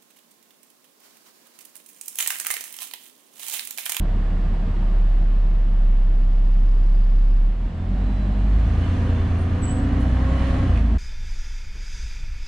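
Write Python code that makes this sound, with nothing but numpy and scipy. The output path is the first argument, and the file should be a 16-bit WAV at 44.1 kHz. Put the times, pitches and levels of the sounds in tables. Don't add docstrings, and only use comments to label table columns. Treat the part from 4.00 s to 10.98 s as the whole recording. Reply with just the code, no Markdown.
import sys
import numpy as np
from scipy import signal
from scipy.fft import rfft, irfft, next_fast_len
from scipy.io import wavfile
from scipy.ndimage import map_coordinates

SR = 44100
rng = np.random.default_rng(int(sys.argv[2]) if len(sys.argv) > 2 else 0)


def to_wav(s):
    ch = np.atleast_2d(s).T
    pcm = np.round(np.clip(ch, -1, 1) * 32767)
    wavfile.write(sys.argv[1], SR, pcm.astype(np.int16))


N = 307818
T = np.arange(N) / SR

# time_s, firing_hz
ENGINE_SPEED = [(0, 35.05), (1.6, 34.9), (2.0, 32.4), (2.4, 33.5), (3.45, 34.2), (3.57, 40), (3.76, 42),
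                (3.87, 44.4), (3.94, 46.7), (4.1, 48), (4.45, 48.6), (4.6, 52.6), (4.78, 56.6), (5.0, 57.6),
                (5.2, 56.3), (5.4, 56.4), (5.7, 59), (6.0, 60.1), (6.3, 63.6), (6.5, 64.7), (6.6, 62.2),
                (6.72, 55.4), (6.85, 53.8), (6.98, 54.5)]
# time_s, level_db
BOOM_LEVEL = [(0, -19), (.77, -20), (.97, -14.5), (1.69, -16.5), (1.88, -14), (2.25, -15), (2.65, -14),
              (3.47, -14.5), (3.57, -24), (3.66, -20.5), (3.74, -40.5), (3.85, -30), (3.9, -20),
              (4.35, -20.5), (4.55, -14.5), (4.82, -24), (4.93, -40), (5.08, -25), (5.5, -38), (5.8, -25.5),
              (6.12, -18.5), (6.5, -20), (6.63, -28), (6.73, -18), (6.98, -17)]
# pitch_hz, width_hz, gain_db
CABIN_WAVES = [(53.2, 6, 1.5), (59, 6.5, -6), (84.02, 8.6, 11.5), (97, 1.7, -8)]
STAGE_SPEEDS = [36, 42.5, 50, 56, 60, 63.5]
# times_cycle_rate, idle_db, pulling_db, loaded_db, top_speed_db
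FLOOR_TONES = [(2, -20.5, -8, -6.5, 0.5), (3, -15, -5.5, 3, -1), (4, -13, -8, -6, -6),
               (5, -9.5, -2.5, -8, -7), (7, -17, -5.5, -2, -2.5), (8, -17, -11.5, -14, -12.5),
               (10, -11.5, -7.5, -0.5, -14.5), (11, -18, -6, -3.5, -15.5), (12, -8.5, 3, 3, -1),
               (14, -11, -9.5, -17.5, -20.5), (15, -7.5, -14, -17.5, -12), (16, -13, -11, -10, -4),
               (18, -8, -3.5, -9, -10), (19, -19.5, -12, -8.5, -27), (21, -16.5, -6.5, -8, -14.5)]
# times_firing_rate, idle_db, pulling_db, loaded_db, top_speed_db
HUM_TONES = [(4, -4, -3.5, -1.5, -1.5), (4.23, -9, -0.5, -7.5, -5.5), (4.67, -11, -10.5, -2.5, -12.5),
             (5.18, -4, -2.5, -13.5, -24), (6, -7.5, -17, -26.5, -38.5), (6.83, -19.5, -22, -19.5, -35)]
# firing_hz, width_hz, gain_db
PANEL_SHAKE = [(47.28, 6.3, 3), (53.53, 5.7, -4), (59.78, 1.9, 3.5)]
# times_firing_rate, idle_db, pulling_db, loaded_db, top_speed_db
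WHINE_TONES = [(8.481, -23.5, -18, -15, -7.5), (12.6, -29.5, -12.5, -19, -17),
               (16.61, -32.5, -20, -23, -20), (17.068, -34.5, -14.5, -21, -15.5),
               (21.11, -21.5, -33, -20.5, -21), (31.42, -38, -33.5, -36, -18),
               (48.46, -41, -28.5, -24, -38), (52.38, -40, -36, -35, -43), (62.14, -38, -38, -37, -40),
               (82.37, -43.5, -30, -43, -47), (103.6, -50, -45, -41, -48), (111.5, -50, -47, -41, -49.5)]
# pitch_hz, width_hz, gain_db
TONE_BOOSTS = [(87.22, 8.1, 9.5), (181.7, 20, 4.5), (282.1, 12, 3), (383.9, 19, 10.5), (493.4, 22, 7.5),
               (555, 39, 4), (745, 18, 9.5), (1095.8, 37, 8), (3020, 110, 10), (3520, 77, 11.5),
               (3955, 110, 8.5), (6090, 160, 7), (6340, 90, 6)]
# idle_db, speed_doubling_db, compressor_db, run_down_s, lift_off_db
DRONE_RULE = (-47.5, 25.5, 2.5, 2, -2)
SHAKE_RULE = (-41, 10, 2, 0.26, -3.5)
HUM_RULE = (-44, 16, 4, 0.01, 6)
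RUMBLE_RULE = (-39, 10, 4.5, 0.37, 0)
ROAR_RULE = (-49, 16.5, 5.5, 0.6369, -1.5)
HISS_RULE = (-57.5, 12, 4, 0.62, -2)
# pitch_hz, level_db
RUMBLE_COLOUR = [(15, -12.5), (26, -4), (50, 1), (90, -1), (130, -1.5), (190, 0), (270, -6), (340, -15),
                 (480, -28.5), (900, -81)]
IDLE_ROAR = [(180, -25), (300, -3), (370, -3), (398, -10.5), (429, -5.5), (467, -7), (744, -7.5),
             (858, -12.5), (1070, -11.5), (2200, -21.5), (2860, -53), (4840, -120)]
LOADED_ROAR = [(180, -22.5), (300, 1.5), (329, -11.5), (376, -5.5), (440, -11.5), (533, -6.5), (580, -9),
               (744, -8), (879, -15), (1080, -12), (1330, -14.5), (1710, -15.5), (2200, -23), (2860, -44),
               (4840, -120)]
IDLE_HISS = [(1060, -18), (1800, -7), (2000, -10), (2590, -7.5), (2880, -8), (3270, -11.5), (4970, -18),
             (6140, -24), (7880, -25.5), (10100, -34), (11000, -45.5), (14300, -70.5), (22000, -120)]
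LOADED_HISS = [(1060, -30), (1800, -7.5), (2460, -8.5), (3010, -10), (3480, -12.5), (3700, -16.5),
               (4170, -14), (4820, -21.5), (6190, -22.5), (8440, -28.5), (9670, -29), (10200, -31),
               (11000, -50.5), (14300, -71.5), (22000, -120)]
# pitch_hz, width_hz, gain_db
FITTINGS = [(564, 35, -1), (644.6, 21, 4), (741, 22, 3), (807.7, 20, 2.5), (939, 24, 6.5), (1097, 31, 3.5),
            (1194.5, 31, 3.5), (1603, 25, 3), (1731, 19, 3.5), (1876.5, 20, 4), (2190, 45, -2),
            (2986, 100, 1), (3487, 70, 2.5), (6150, 230, -0.5)]
# pitch_hz, likeness
EAR_LIKENESS = [(30, .9), (60, 0.853), (120, 0.939), (190, 1), (310, 0.954), (420, 0.858), (560, 0.845),
                (800, 0.33), (1400, 0.29), (2600, 0.55), (4000, 0.57), (5500, 0.23), (9000, .1)]
# pitch_hz, difference_db
BALANCE = [(30, -.7), (120, -.3), (270, -1), (410, 1), (540, .2), (640, -.5), (730, -4.5), (820, -3),
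           (930, 1), (1150, 1), (1500, -.5), (1950, -3), (2600, -4), (3500, -3), (5000, -1.2), (7000, -.6),
           (9500, 0)]
# time_s, level_db
TICK_LEVEL = [(0, -81.5), (1.7, -76.5), (2.1, -71.5), (2.8, -65.5), (3.4, -68), (3.62, -85), (7, -68)]
# pitch_hz, level_db
TICK_COLOUR = [(2500, -29.5), (4000, -7.0), (4760, -3.5), (4823, 6), (4890, -2.5), (5700, -8.5),
               (7000, -15.5), (10000, -17.5), (11000, -28)]
# times_cycle_rate, level_db
PUMP_TONES = [(4, -43.5), (12, -35), (14, -46.5), (16, -38), (20, -48.5)]
# closest_s, half_power_after_s, level_db
PASSING_CARS = [(4.9, 0.19, -50), (6.48, 0.12, -46)]
# start_s, length_s, start_hz, end_hz, level_db
WHINE_FLARES = [(4.795, .09, 2955, 2995, -49), (5.055, .07, 3000, 2970, -51),
                (5.11, .12, 3510, 3535, -53.5), (5.63, .13, 3010, 3035, -52), (6.33, .1, 2970, 3000, -50)]
# start_s, length_s, start_hz, end_hz, level_db
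BRAKE_SQUEALS = [(5.372, .025, 8720, 8860, -53), (5.403, .028, 8900, 8940, -53),
                 (5.617, .05, 7900, 7740, -36.5), (5.66, .085, 7780, 7930, -38),
                 (5.715, .09, 7930, 7900, -47), (5.78, .08, 7920, 7900, -60), (6.06, .06, 7900, 8060, -65),
                 (6.28, .05, 7200, 7300, -58)]
# pitch_hz, level_db
AIR_COLOUR = [(2000, -41.5), (5000, -6), (8500, 2), (11000, 2), (13000, -10.5)]
# start_s, level_db
PANEL_KNOCKS = [(6.747, -45), (6.758, -37.5), (6.774, -34.5), (6.793, -43)]
# pitch_hz, level_db, ring_s
PANEL_NOTES = [(1752, -8, 0.042), (2240, 1.5, .028), (2410, 0, .03), (2535, 0.5, 0.031), (3320, -11.5, .03),
               (4510, -14, .02)]

CYLINDERS = 6
PULL_HZ, LOAD_LAG_S = 37.27, .07
BRIGHT_FROM_HZ, BRIGHT_SPAN_HZ = 42.58, 12.4
COMPRESSOR_OFF_S, UNLOAD_S = 0.822, 0.22
LIFT_S, LIFT_FALL_S = 6.79, 0.043


def amp(db):
    return 10 ** (np.asarray(db) / 20)


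def along(points, hz):
    pitches, values = np.transpose(points)
    return np.interp(np.log(hz + 1), np.log(pitches + 1), values)


def over_time(points):
    return np.interp(T, *np.transpose(points))


def wobble(rate):
    knots = rng.standard_normal(int(N * rate / SR) + 4)
    coarse = np.linspace(0, T[-1], 3000)
    return np.interp(T, coarse, map_coordinates(knots, [coarse * rate]))


def filtered(x, response):
    size = next_fast_len(N + SR // 4)
    return irfft(rfft(x, size) * response(np.fft.rfftfreq(size, 1 / SR)), size)[..., :N]


def swell(resonances, hz):
    return sum(db / (1 + (2 * (hz - centre) / width) ** 2) for centre, width, db in resonances)


def rush(colour):
    def response(hz):
        spread = np.arccos(np.clip(along(EAR_LIKENESS, hz), -1, 1)) / 2
        return amp(along(colour, hz) + swell(FITTINGS, hz)) * [np.cos(spread), np.sin(spread)]
    mid, side = filtered(rng.standard_normal((2, N)), response)
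    return np.array([mid + side, mid - side]) / np.std(mid)


def cabin_echo(x, ring_s, wet):
    t = T[:SR // 2]
    tail = rng.standard_normal((2, len(t))) * amp(-60 * t / ring_s)
    echo = signal.fftconvolve(x[None], tail / np.linalg.norm(tail[0]), axes=1)[:, :N]
    return (x + wet * echo) / np.hypot(1, wet)


def level(rule, firing_hz):
    idle_db, doubling_db, compressor_db, run_down_s, lift_db = rule
    trailing_hz = np.interp(T - LOAD_LAG_S, T, firing_hz)
    doublings = np.log2(np.maximum(trailing_hz / PULL_HZ, 1))
    pumping = np.exp(-np.maximum(T - COMPRESSOR_OFF_S, 0) / run_down_s)
    lifted = np.clip((T - LIFT_S) / LIFT_FALL_S, 0, 1)
    return idle_db + doubling_db * doublings + compressor_db * pumping + lift_db * lifted


def shaft_tone(turns, flutter_db, drift):
    strength = np.sqrt(2) * amp(flutter_db * wobble(13))
    return strength * np.sin(2 * np.pi * (turns + rng.random()) + drift * wobble(9))


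def tone_stack(table, turns, turn_hz, firing_hz, flutter_db, drift):
    out, coarse = np.zeros(N), slice(None, None, 64)
    for multiple, *levels in table:
        stage_db = np.interp(firing_hz[coarse], STAGE_SPEEDS, np.repeat(levels, 2)[1:-1])
        gain = amp(stage_db + swell(TONE_BOOSTS, multiple * turn_hz[coarse]))
        out += np.interp(T, T[coarse], gain) * shaft_tone(multiple * turns, flutter_db, drift)
    return out


def engine_tones(firings, firing_hz):
    boom = amp(over_time(BOOM_LEVEL)) * shaft_tone(firings, flutter_db=0.41, drift=.012)
    drone_db = level(DRONE_RULE, firing_hz) + swell(CABIN_WAVES, 1.5 * firing_hz)
    drone = amp(drone_db) * shaft_tone(1.5 * firings, flutter_db=0.47, drift=.04)
    cycles, cycle_hz = firings / CYLINDERS, firing_hz / CYLINDERS
    floor = tone_stack(FLOOR_TONES, cycles, cycle_hz, firing_hz, flutter_db=1.1, drift=.1)
    hum_db = level(HUM_RULE, firing_hz) + swell(PANEL_SHAKE, firing_hz)
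    hum = tone_stack(HUM_TONES, firings, firing_hz, firing_hz, flutter_db=.9, drift=.06)
    return boom + drone + amp(level(SHAKE_RULE, firing_hz)) * floor + amp(hum_db) * hum


def whine(firing_hz, freewheel_s=.08):
    spin_hz = np.maximum(firing_hz, np.interp(T - freewheel_s, T, firing_hz))
    turns = np.cumsum(spin_hz) / SR + .0008 * wobble(60)
    tones = tone_stack(WHINE_TONES, turns, spin_hz, spin_hz, flutter_db=2.2, drift=.3)
    return amp(level(ROAR_RULE, spin_hz) + 0.5) * tones


def engine_noise(firings, firing_hz):
    load = np.clip((firing_hz - BRIGHT_FROM_HZ) / BRIGHT_SPAN_HZ, 0, 1)
    def blend(idle, loaded):
        return np.sqrt(1 - load) * rush(idle) + np.sqrt(load) * rush(loaded)
    rumble = amp(level(RUMBLE_RULE, firing_hz) - 0.18) * rush(RUMBLE_COLOUR)
    roar = amp(level(ROAR_RULE, firing_hz) + 1.7031) * blend(IDLE_ROAR, LOADED_ROAR)
    hiss = amp(level(HISS_RULE, firing_hz) - 0.22) * blend(IDLE_HISS, LOADED_HISS)
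    chug = 1 + .3 * np.cos(2 * np.pi * firings / CYLINDERS)
    throb = 0.083 * np.cos(2 * np.pi * firings) + 0.06 * np.cos(2 * np.pi * 3 * firings)
    return chug * rumble + (1 + throb) * roar + (1 + 0.44 * throb) * hiss


def injectors(firings, firing_hz):
    since_s = firings % 1 / firing_hz
    ticks = np.exp(-since_s / .012) * (1 - np.exp(-since_s / .003))
    ticks /= np.sqrt(np.mean(ticks ** 2))
    from_left = amp([[2], [-2]])
    return amp(over_time(TICK_LEVEL)) * ticks * rush(TICK_COLOUR) * from_left


def compressor(firings):
    running = np.clip((COMPRESSOR_OFF_S + UNLOAD_S - T) / UNLOAD_S, 0, 1)
    cycles = firings / CYLINDERS
    return running * sum(amp(db) * shaft_tone(multiple * cycles, flutter_db=2.52, drift=0.086)
                         for multiple, db in PUMP_TONES)


def cars():
    power = sum(amp(db) ** 2 / (1 + ((T - closest_s) / near_s) ** 2)
                for closest_s, near_s, db in PASSING_CARS)
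    return np.sqrt(power) * rush(LOADED_HISS)


def short_tones(table, flutter_hz):
    out, flutter = np.zeros(N), flutter_hz * wobble(190)
    for start_s, length_s, start_hz, end_hz, db in table:
        progress = np.clip((T - start_s) / length_s, 0, 1)
        hz = start_hz + (end_hz - start_hz) * progress + flutter
        out += amp(db) * np.sin(np.pi * progress) * np.sin(2 * np.pi * np.cumsum(hz) / SR)
    return out


def whine_flares():
    return cabin_echo(short_tones(WHINE_FLARES, flutter_hz=25), ring_s=.15, wet=.9)


def brake():
    return cabin_echo(short_tones(BRAKE_SQUEALS, flutter_hz=90), ring_s=.17, wet=1.4)


def air_valve(start_s=5.995, rise_s=.008, fade_s=.04):
    t = np.maximum(T - start_s, 0)
    return amp(-56) * (1 - np.exp(-t / rise_s)) * np.exp(-t / fade_s) * rush(AIR_COLOUR)


def rattle():
    out, t = np.zeros(N + SR), T[:SR // 5]
    for start_s, db in PANEL_KNOCKS:
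        ring = sum(amp(note_db + rng.normal(0, 2.6) - 60 * t / ring_s) * np.sin(2 * np.pi * hz * t)
                   for hz, note_db, ring_s in PANEL_NOTES)
        crack = 1.7 * amp(-60 * t / 0.024) * rng.standard_normal(len(t))
        out[round(start_s * SR):][:len(t)] += amp(db) * (ring + crack)
    dull = filtered(out[:N], lambda hz: 1 / np.sqrt(1 + (hz / 3200) ** 4))
    return cabin_echo(dull, ring_s=0.11, wet=1.0)


def scene():
    firing_hz = over_time(ENGINE_SPEED)
    firings = np.cumsum(firing_hz) / SR
    mix = engine_tones(firings, firing_hz) + whine(firing_hz) + engine_noise(firings, firing_hz)
    mix += injectors(firings, firing_hz) + compressor(firings)
    mix += cars() + whine_flares() + brake() + air_valve() + rattle()
    return filtered(mix, lambda hz: amp(np.outer([.5, -.5], along(BALANCE, hz))))


def record(dry):
    from_edge_s = np.minimum(T, T[-1] - T)
    fade = np.sin(np.pi / 2 * np.clip(from_edge_s / .006, 0, 1)) ** 2
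    return filtered(dry * fade, lambda hz: (hz < 14200) / np.sqrt(1 + (hz / 11200) ** 40))


dry = scene()
out = record(dry)
to_wav(out)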